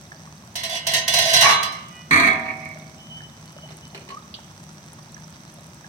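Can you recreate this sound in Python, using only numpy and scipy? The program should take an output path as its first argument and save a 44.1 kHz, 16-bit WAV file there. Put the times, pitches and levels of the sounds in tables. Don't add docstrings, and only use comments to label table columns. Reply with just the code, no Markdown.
import sys
import numpy as np
from scipy import signal
from scipy.fft import rfft, irfft
from scipy.io import wavfile
from scipy.ndimage import uniform_filter1d

SR = 44100
rng = np.random.default_rng(int(sys.argv[2]) if len(sys.argv) > 2 else 0)


def transcribe(u):
    v = np.clip(np.atleast_2d(u).T, -1, 1)
    q = np.round(v * 32767).astype(np.int16)
    wavfile.write(sys.argv[1], SR, q)


N = 259308
T = np.arange(N) / SR

# start in seconds, relative knock level in dB,
# skid length in seconds, relative skid pressure in dB.
STROKES = [(0.5543, -19, 0.033, -32), (0.6333, -19, 0.014, -29.5), (0.694, -24, 0.067, -27),
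           (0.8673, -12, 0.05, -25.5), (0.935, -10.5, 0.035, -22), (1.0782, -10, 0.044, -23),
           (1.1368, -9, 0.055, -18), (1.185, -9.5, 0.053, -19), (1.25, -21, 0.086, -19),
           (1.3324, -9, 0.059, -16), (1.4078, -7.5, .11, -17.5), (1.6284, -16.5, 0.028, -35.5),
           (1.7215, -31.5, .02, -49)]
# frequency in Hz, relative level in dB.
SPIT_COLOUR = [(1500, -25), (5000, -8), (8000, 4), (11000, 7), (15000, -24)]


def from_db(db):
    return 10 ** (np.asarray(db) / 20)


def rms_one(x):
    return x / np.sqrt(np.mean(x ** 2) + 1e-20)


def energy_one(response):
    return rms_one(response) / np.sqrt(response.shape[-1])


def at_hz(points, hz):
    f, value = np.transpose(points)
    return np.interp(np.log(np.maximum(hz, 1)), np.log(f), value)


def bins(size):
    return np.arange(size // 2 + 1) * SR / size


def waver(span):
    size = max(int(span * SR), 2)
    once = uniform_filter1d(rng.standard_normal(N), size)
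    return rms_one(uniform_filter1d(once, size))


def tone(hz, wobble):
    unsteady_hz = hz * (1 + wobble * waver(span=0.0082))
    return np.sin(2 * np.pi * np.cumsum(unsteady_hz) / SR)


def swell(start, length, db, attack_s, release_db_per_s, sag_db_per_s=0):
    age = np.maximum(T - start, 0)
    loss_db = sag_db_per_s * age + release_db_per_s * np.maximum(age - length, 0)
    return np.minimum(age / attack_s, 1) * from_db(db - np.clip(loss_db, 0, 200))


def diffuse(spectrum, size):
    # frequency in Hz, correlation.
    likeness = [(100, 1), (300, 0.95), (600, 0.81), (1000, 0.27), (1500, -0.31), (2500, 0.22),
                (4000, -0.051)]
    hz = bins(size)
    alike = np.clip(at_hz(likeness, hz), -1, 1)
    mid, side = rfft(rng.standard_normal((2, size)))
    pair = np.sqrt(1 + alike) * mid + np.sqrt(1 - alike) * side * [[1], [-1]]
    return rms_one(irfft(pair * from_db(at_hz(spectrum, hz)), size))


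def dying(spectrum, t60, size=32768):
    noise, t = diffuse(spectrum, size=size), T[:size]
    low = signal.sosfilt(signal.butter(1, 5000, fs=SR, output="sos"), noise)
    treble = noise - low
    return energy_one(low * from_db(-60 * t / t60) + treble * from_db(-60 * t / (0.32 * t60)))


def modal(modes, spread_db=0, size=32768):
    lag_s = -0.0003
    t, out = T[:size], 0
    for hz, db, t60 in modes:
        delay_phase = np.pi * hz * lag_s * np.array([[1], [-1]])
        phase = rng.uniform(0, 2 * np.pi) + delay_phase + rng.normal(0, 1.0, (2, 1))
        decay = from_db(db + spread_db * rng.normal() - 60 * t / t60) / np.sqrt(t60)
        out = out + decay * np.sin(2 * np.pi * hz * t + phase)
    return energy_one(out)


def crowd(modes, spectrum, t60, width_hz, valley_db, count=55):
    ring = dying(spectrum, t60)
    hz = bins(ring.shape[-1])
    treble = np.linspace(6400, 16000, count) + rng.normal(0, 60, count)
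    centres = np.r_[np.array(modes)[:, 0], treble]
    clusters = np.exp(-((hz - centres[:, None]) / width_hz) ** 2).max(axis=0)
    shaped = irfft(rfft(ring) * (from_db(valley_db) + clusters))
    return energy_one(shaped * (T[:shaped.shape[-1]] < .5))


def building(response, rise_s):
    return response * (1 - np.exp(-T[:response.shape[-1]] / rise_s))


def sound(force, response):
    return signal.fftconvolve(np.atleast_2d(force), response, axes=-1)[:, :N]


def blows(rows):
    out = np.zeros(N)
    for s, db in rows:
        out[int(s * SR)] += from_db(db)
    return out


def grains(per_s, spread_db):
    sizes = from_db(spread_db * np.minimum(rng.exponential(1, N), 3.5)) * rng.choice([-1, 1], N)
    return rms_one(sizes * (rng.random(N) < per_s / SR))


def softened(force, corner_hz):
    return signal.sosfilt(signal.butter(1, min(corner_hz, .45 * SR), fs=SR, output="sos"), force)


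def bubble(hz, t60, rise, size=4096):
    t = T[:size]
    glide = 1 + rise * np.minimum(t / t60, 1)
    ring = np.sin(2 * np.pi * hz * np.cumsum(glide) / SR)
    return ring * from_db(-60 * t / t60) * (1 - np.exp(-t * hz))


def from_pan(x):
    lag_s = 0.00021
    return np.array([x, np.interp(T - lag_s, T, x)])


def add(out, s, x):
    at = int(s * SR)
    out[at:at + len(x)] += x[:N - at]


def skid_pressure(strokes):
    return sum(swell(s, length, db, attack_s=0.0035, release_db_per_s=431, sag_db_per_s=41)
               for s, _, length, db in strokes)


def scraping(strokes):
    grip = from_db(2.95 * waver(span=0.005))
    rough_force = skid_pressure(strokes) * grip * grains(per_s=800, spread_db=0)
    jerks = softened(rough_force, corner_hz=10000)
    knocks = blows([row[:2] for row in strokes])
    return from_db(23.5) * knocks + from_db(1.5) * jerks


def dish(count=3):
    # frequency in Hz, relative level in dB, t60 in seconds.
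    dish_modes, rim_modes = [(678, -10, .25), (763, -19, .4), (1027, -11, .5), (1561, -15, .6),
                             (1849, -4, .4), (1999, -5, .4), (2080, -7, .6), (2219, -9, .4),
                             (2670, -11, .4), (2834, -9, .5), (2902, -4, .7), (3046, -8, .6),
                             (3091, -5.5, .9), (3251, -10, .4), (3397, -4, .4), (3461, -.5, .5),
                             (3836, -7, .35), (4039, 2, .45), (4230, -8, .4), (4583, -9, .35),
                             (4670, -9, .35), (4930, -7, .3), (5255, -2, .4), (5731, -11, .3),
                             (6141, -2, .4), (6700, -17, .3), (7674, -12, .25), (8200, -13, .2),
                             (8420, -12, .2), (8880, -15, .2)], [(675, -12, .2), (765, -8, .4), (850, -8, .35),
                                                 (977, -10, .4), (1047, -3, .55), (1120, -4, .4),
                                                 (1165, 0, .3), (1203, 2.5, .9), (1269, 3, .45),
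                                                 (1573, -7, .45), (1740, -11, .5), (2217, -6, .3),
                                                 (2271, -3, .35), (2376, -12, .4)]
    # frequency in Hz, relative level in dB.
    dish_body, rim_body = [(50, -50), (100, -7), (420, -10), (560, -3.5), (680, -4.5), (800, -12.5),
                           (1400, -11), (2000, -3.5), (3300, -1.5), (6000, 0), (7200, -15.5), (8300, -6),
                           (11000, -11), (15000, -11.5)], [(80, -61), (130, -24), (450, -24), (700, -10), (900, -9),
                                              (1150, -4.5), (1450, -12.5), (2250, -4.5), (2800, -20),
                                              (8000, -57)]
    weak = from_db(-.5) * crowd(dish_modes, dish_body, t60=0.18, width_hz=70, valley_db=-13)
    thud = from_db(-28) * dying([(60, -17), (100, -8), (150, -16), (300, -33), (600, -35)], t60=0.15)
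    out = 0
    for spot in range(count):
        body = from_db(-4.0) * modal(dish_modes, spread_db=2.5) + weak + thud
        out = out + sound(scraping(STROKES[spot::count]), building(body, rise_s=0.0016))
    drag = swell(1.415, 0.081, -15, attack_s=0.017, release_db_per_s=298)
    rim = from_db(-1.5) * modal(rim_modes) + from_db(-1) * dying(rim_body, t60=0.11)
    return out + sound(drag * grains(per_s=900, spread_db=-1.5), building(rim, rise_s=0.00085))


def groan():
    loudness = skid_pressure(STROKES) * from_db(-11 + 4.1 * waver(span=0.0044))
    return loudness * tone(685, wobble=0.03995)


def pot():
    # time in seconds, relative level in dB.
    pot_hits = [(2.1091, -2), (2.1405, -2.5), (2.1594, -5.5), (2.1979, -3.5), (2.2548, -28),
                (2.2674, -10.5), (2.329, -18)]
    # start in seconds, length in seconds.
    rocks = [(2.238, 0.026), (2.323, 0.0091), (2.454, 0.059), (2.601, 0.073), (2.691, 0.031), (2.81, 0.012)]
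    # frequency in Hz, relative level in dB, t60 in seconds.
    pot_modes = [(303, -16, .2), (386, -22, .2), (1014, -12, .35), (1144, -4, .35), (1242, -5, .3),
                 (1633, -12, .2), (1758, -11, .2), (1843, -7, .25), (1939, -9, .2), (2069, -8, .2),
                 (2191, -4, .2), (2246, 1, .25), (2377, -9, .2), (3363, -15, .25), (3846, -20, .2),
                 (4035, -16, .2), (4423, -13, .2), (6189, -20, .2)]
    # frequency in Hz, relative level in dB.
    pot_body, rock_body, counter_body = [(60, -59), (260, -12), (550, -18), (870, -16), (1200, -2),
                                         (1450, -9.5), (1800, -5.5), (2300, 1.5), (3000, -20), (4400, -9.5),
                                         (5100, -32), (6200, -23), (8500, -22), (15000, -37.5)], [(900, -23), (1150, -2.5), (1500, -29),
                                                           (1840, -5.5), (1980, -14), (2130, -4),
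                                                           (2250, 8.5), (2420, -6.5), (2750, -40),
                                                           (4400, -19.5), (6000, -52)], [(40, -38), (70, -22),
                                                                              (105, 2), (140, -3), (190, 3),
                                                                              (300, 0), (380, -4),
                                                                              (500, -16), (1000, -35)]
    # start in seconds, frequency in Hz, level in dB, fade in dB per second.
    wall_tones = [(2.15, 232, -37.5, 14), (2.142, 672, -26, 74), (2.17, 700, -30.5, 61),
                  (2.25, 765, -28.5, 40.5), (2.27, 641, -35.5, 35), (2.31, 953, -37.5, 68)]
    landing_s = 2.107
    hits, judder = blows(pot_hits), grains(per_s=700, spread_db=4.0)
    pressure = swell(landing_s, 0.16, -13, attack_s=0.024, release_db_per_s=230, sag_db_per_s=25.5)
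    weight = swell(landing_s, 0, -23, attack_s=0.0017, release_db_per_s=142)
    rolling = swell(landing_s, 0.86, -45, attack_s=0.17, release_db_per_s=300, sag_db_per_s=12)
    rocking = 0
    for s, length in rocks:
        rock_db = -15 - 54.5 * (s - rocks[0][0])
        rocking = rocking + swell(s, length, rock_db, attack_s=0.0067, release_db_per_s=464)
    weak = crowd(pot_modes, pot_body, t60=0.11, width_hz=50, valley_db=-2.0)
    body = from_db(-2.5) * modal(pot_modes) + from_db(-2) * weak
    clatter = sound(from_db(17.0) * hits + pressure * judder, building(body, rise_s=0.00082))
    rock_ring = building(dying(rock_body, t60=0.049), rise_s=0.0016)
    flutter = sound(from_db(1.5) * rocking * judder, rock_ring)
    counter_ring = building(dying(counter_body, t60=0.095), rise_s=0.0033)
    counter = sound((weight + rolling) * judder + from_db(4.0) * hits, counter_ring)
    wall = sum(swell(s, 0, db, attack_s=0.044, release_db_per_s=fade) * tone(hz, wobble=0.00656)
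               for s, hz, db, fade in wall_tones)
    return clatter + flutter + counter + wall


def small_metal():
    # start in seconds, length in seconds, level in dB.
    squeaks = [(2.972, 0.12, -45.5), (3.095, 0.085, -36), (3.216, .045, -39.5), (3.42, .12, -56),
               (3.562, .03, -46), (3.614, 0.028, -39.5), (3.812, 0.06, -46)]
    # time in seconds, relative level in dB.
    clinks = [(4.3404, -26), (5.3368, -45)]
    # frequency in Hz, relative level in dB, t60 in seconds.
    clink_modes = [(3100, -21, 0.19), (3500, -26, 0.062), (3890, -2, 0.028), (4090, -8, 0.087),
                   (4660, 4, .08)]
    rubbing = sum(swell(*row, attack_s=0.021, release_db_per_s=650) for row in squeaks)
    sinking_hz = 3040 - 25 * (T - squeaks[0][0])
    squeak = rubbing * tone(sinking_hz, wobble=0.00345)
    weak = dying([(2300, -29), (3000, 2), (4700, -7), (5600, -30)], t60=0.086)
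    clink = modal(clink_modes) + from_db(3.5) * weak
    return from_pan(squeak) + sound(from_db(16) * blows(clinks), building(clink, rise_s=0.00059))


def simmer(count=420):
    # time in seconds, relative level in dB, starting pitch in Hz, t60 in seconds.
    plops = [(0.119, -38, 1670, 0.014), (0.274, -47.5, 1130, 0.022), (0.436, -50, 1010, 0.016),
             (2.772, -38, 2110, 0.0048), (3.206, -42.5, 1690, 0.015), (3.586, -43.5, 1293, 0.0084),
             (3.976, -44, 2430, 0.018), (4.389, -42.5, 870, 0.012), (4.515, -51, 1050, 0.015),
             (4.93, -49, 891, 0.015), (4.986, -47.5, 1120, 0.016), (5.166, -47, 1680, 0.028),
             (5.844, -47.5, 1650, 0.03)]
    # time in seconds, relative level in dB, starting pitch in Hz.
    pings = [(5.1447, -31, 5850), (5.2425, -36.5, 5700)]
    # time in seconds, relative level in dB.
    spit_times, splash_times = [(3.522, -39), (3.7695, -33), (4.6279, -43), (4.7306, -41), (4.9318, -32),
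                                (5.032, -43), (5.5159, -52), (5.5408, -35.5), (5.64, -41)], [(3.688, -37), (3.718, -36.5), (3.947, -37.5), (3.947, -29.5),
                                               (3.977, -35.5), (4.01, -37.5), (4.089, -30.5),
                                               (4.105, -30.5)]
    # frequency in Hz, relative level in dB.
    splash_colour = [(150, -28), (400, 8.5), (800, -4.5), (1500, -6), (2500, -2.5), (3050, -2.5),
                     (3500, -17), (4200, -0.5), (5000, -11.5), (14000, -25)]
    out = np.zeros(N)
    for s, db, hz, t60 in plops:
        add(out, s, from_db(db + 16.5) * bubble(hz, t60, rise=0.032))
    for when, height, strength in rng.random((count, 3)):
        hz = 550 * 5 ** height
        level = from_db(-48 + 20 * strength ** 3 - 16 * height)
        add(out, when * T[-1], level * bubble(hz, 22 / hz, rise=0.049))
    for s, db, hz in pings:
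        add(out, s, from_db(db + 3.0) * bubble(hz, 130 / hz, rise=0.067))
    wet = dying([(250, -13), (900, 7), (1800, 5), (4000, -55)], t60=0.08)
    ticks = sound(from_db(17.5) * blows([row[:2] for row in plops]), wet)
    spits = sound(from_db(13) * blows(spit_times), dying(SPIT_COLOUR, t60=0.025))
    splashes = sound(from_db(19.5) * blows(splash_times), dying(splash_colour, t60=0.15))
    return from_pan(out) + ticks + spits + splashes


def gurgle():
    # start in seconds, length in seconds, level in dB.
    gulps = [(4.099, 0.0088, -34.5), (4.117, 0.011, -32.5), (4.139, 0.0091, -34), (4.167, 0.007, -29.5)]
    flow = sum(swell(*row, attack_s=0.0053, release_db_per_s=1100) for row in gulps)
    closing_s = .11
    age = np.clip(T - gulps[0][0], 0, closing_s)
    rising_hz = 1080 + 2800 * age ** 2 / closing_s
    return from_pan(flow * tone(rising_hz, wobble=0.0123))


def fizz(count=900):
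    low_hz, high_hz = 3650, 8400
    out = np.zeros(N)
    for when, height, strength in rng.random((count, 3)):
        hz = low_hz * (high_hz / low_hz) ** height
        level = from_db(-56.5 + 19 * strength ** 4)
        add(out, when * T[-1], level * bubble(hz, 58 / hz, rise=.04, size=1024))
    return from_pan(out)


def reedy_tone():
    # frequency in Hz, relative level in dB.
    partials = [(1473, -9), (1965, 1.5), (2455, -0.5), (2942, 3.5)]
    loudness = swell(1.885, .125, -49, attack_s=0.08, release_db_per_s=200)
    return loudness * sum(from_db(db) * tone(hz, wobble=0.0029) for hz, db in partials)


def sizzle():
    # frequency in Hz, relative level in dB.
    colour = [(400, -26), (800, 6), (1300, 6), (2000, 2.5), (3000, -2), (3550, 0), (4500, -2), (5400, 2),
              (6050, 8), (6900, -8.5), (8000, -1.5), (9600, -16), (11000, -13.5), (14500, -56)]
    pops = rfft(grains(per_s=900, spread_db=12.5))
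    crackle = rms_one(irfft(pops * from_db(at_hz(colour, bins(N))), N))
    mist = sound(grains(per_s=65, spread_db=6.5), dying(SPIT_COLOUR, t60=0.0043))
    hiss = diffuse(colour, size=N)
    return from_db(-55) * from_pan(crackle) + from_db(-65.5) * mist + from_db(-51) * hiss


def flame():
    # frequency in Hz, relative level in dB.
    colour = [(25, -25), (45, -34), (70, -7), (110, -3.5), (160, -1), (220, -4), (280, -13.5), (340, -12.5),
              (450, -21), (600, -14.5), (1000, -22.5), (2000, -40)]
    return from_db(-46.5) * diffuse(colour, size=N)


def hum():
    return from_db(-51.5) * diffuse([(135, -68), (154, 9.5), (160, -4.0), (180, -42.0)], size=N)


def scene():
    deep_cut = signal.butter(4, 75, "high", fs=SR, output="sos")
    metal = signal.sosfilt(deep_cut, dish() + groan() + pot() + small_metal())
    curry = simmer() + gurgle() + fizz()
    kitchen = building(dying([(100, 27.5), (3000, 19), (12000, 1)], t60=0.65), rise_s=0.0025)
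    echo = sound(from_db(-10.0) * metal + from_db(-16.0) * curry, kitchen)
    return metal + curry + echo + reedy_tone() + sizzle() + flame() + hum()


def gain_control(x, threshold_db, release_db_per_s, share):
    power = uniform_filter1d(np.mean(x ** 2, axis=0), size=260)
    over = np.maximum(10 * np.log10(np.maximum(power, 1e-12)) - threshold_db, 0)
    held = np.maximum.accumulate(over + release_db_per_s * T) - release_db_per_s * T
    return x * from_db(-np.clip(share, 0, 1) * uniform_filter1d(held, size=130))


def record(dry):
    # frequency in Hz, left minus right in dB.
    ports = [(100, 1.2), (600, .5), (1300, -1), (2200, -4), (4200, -4), (5200, -9), (6100, -15), (7000, -1),
             (8200, 16), (11000, 12), (13500, 2), (15500, -2)]
    tilt = from_db(at_hz(ports, bins(N)) / 2 * np.array([[1], [-1]]))
    even_tilt = tilt / np.sqrt(np.mean(tilt ** 2, axis=0))
    heard = irfft(rfft(dry) * even_tilt, N)
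    held = gain_control(heard, threshold_db=-8.0, release_db_per_s=67, share=0.39)
    rounded = held / (1 + (held / .9) ** 8) ** (1 / 8)
    top_cut = signal.ellip(10, .2, 90, 15900, fs=SR, output="sos")
    return signal.sosfilt(top_cut, rounded)


dry = scene()
out = record(dry)
transcribe(out)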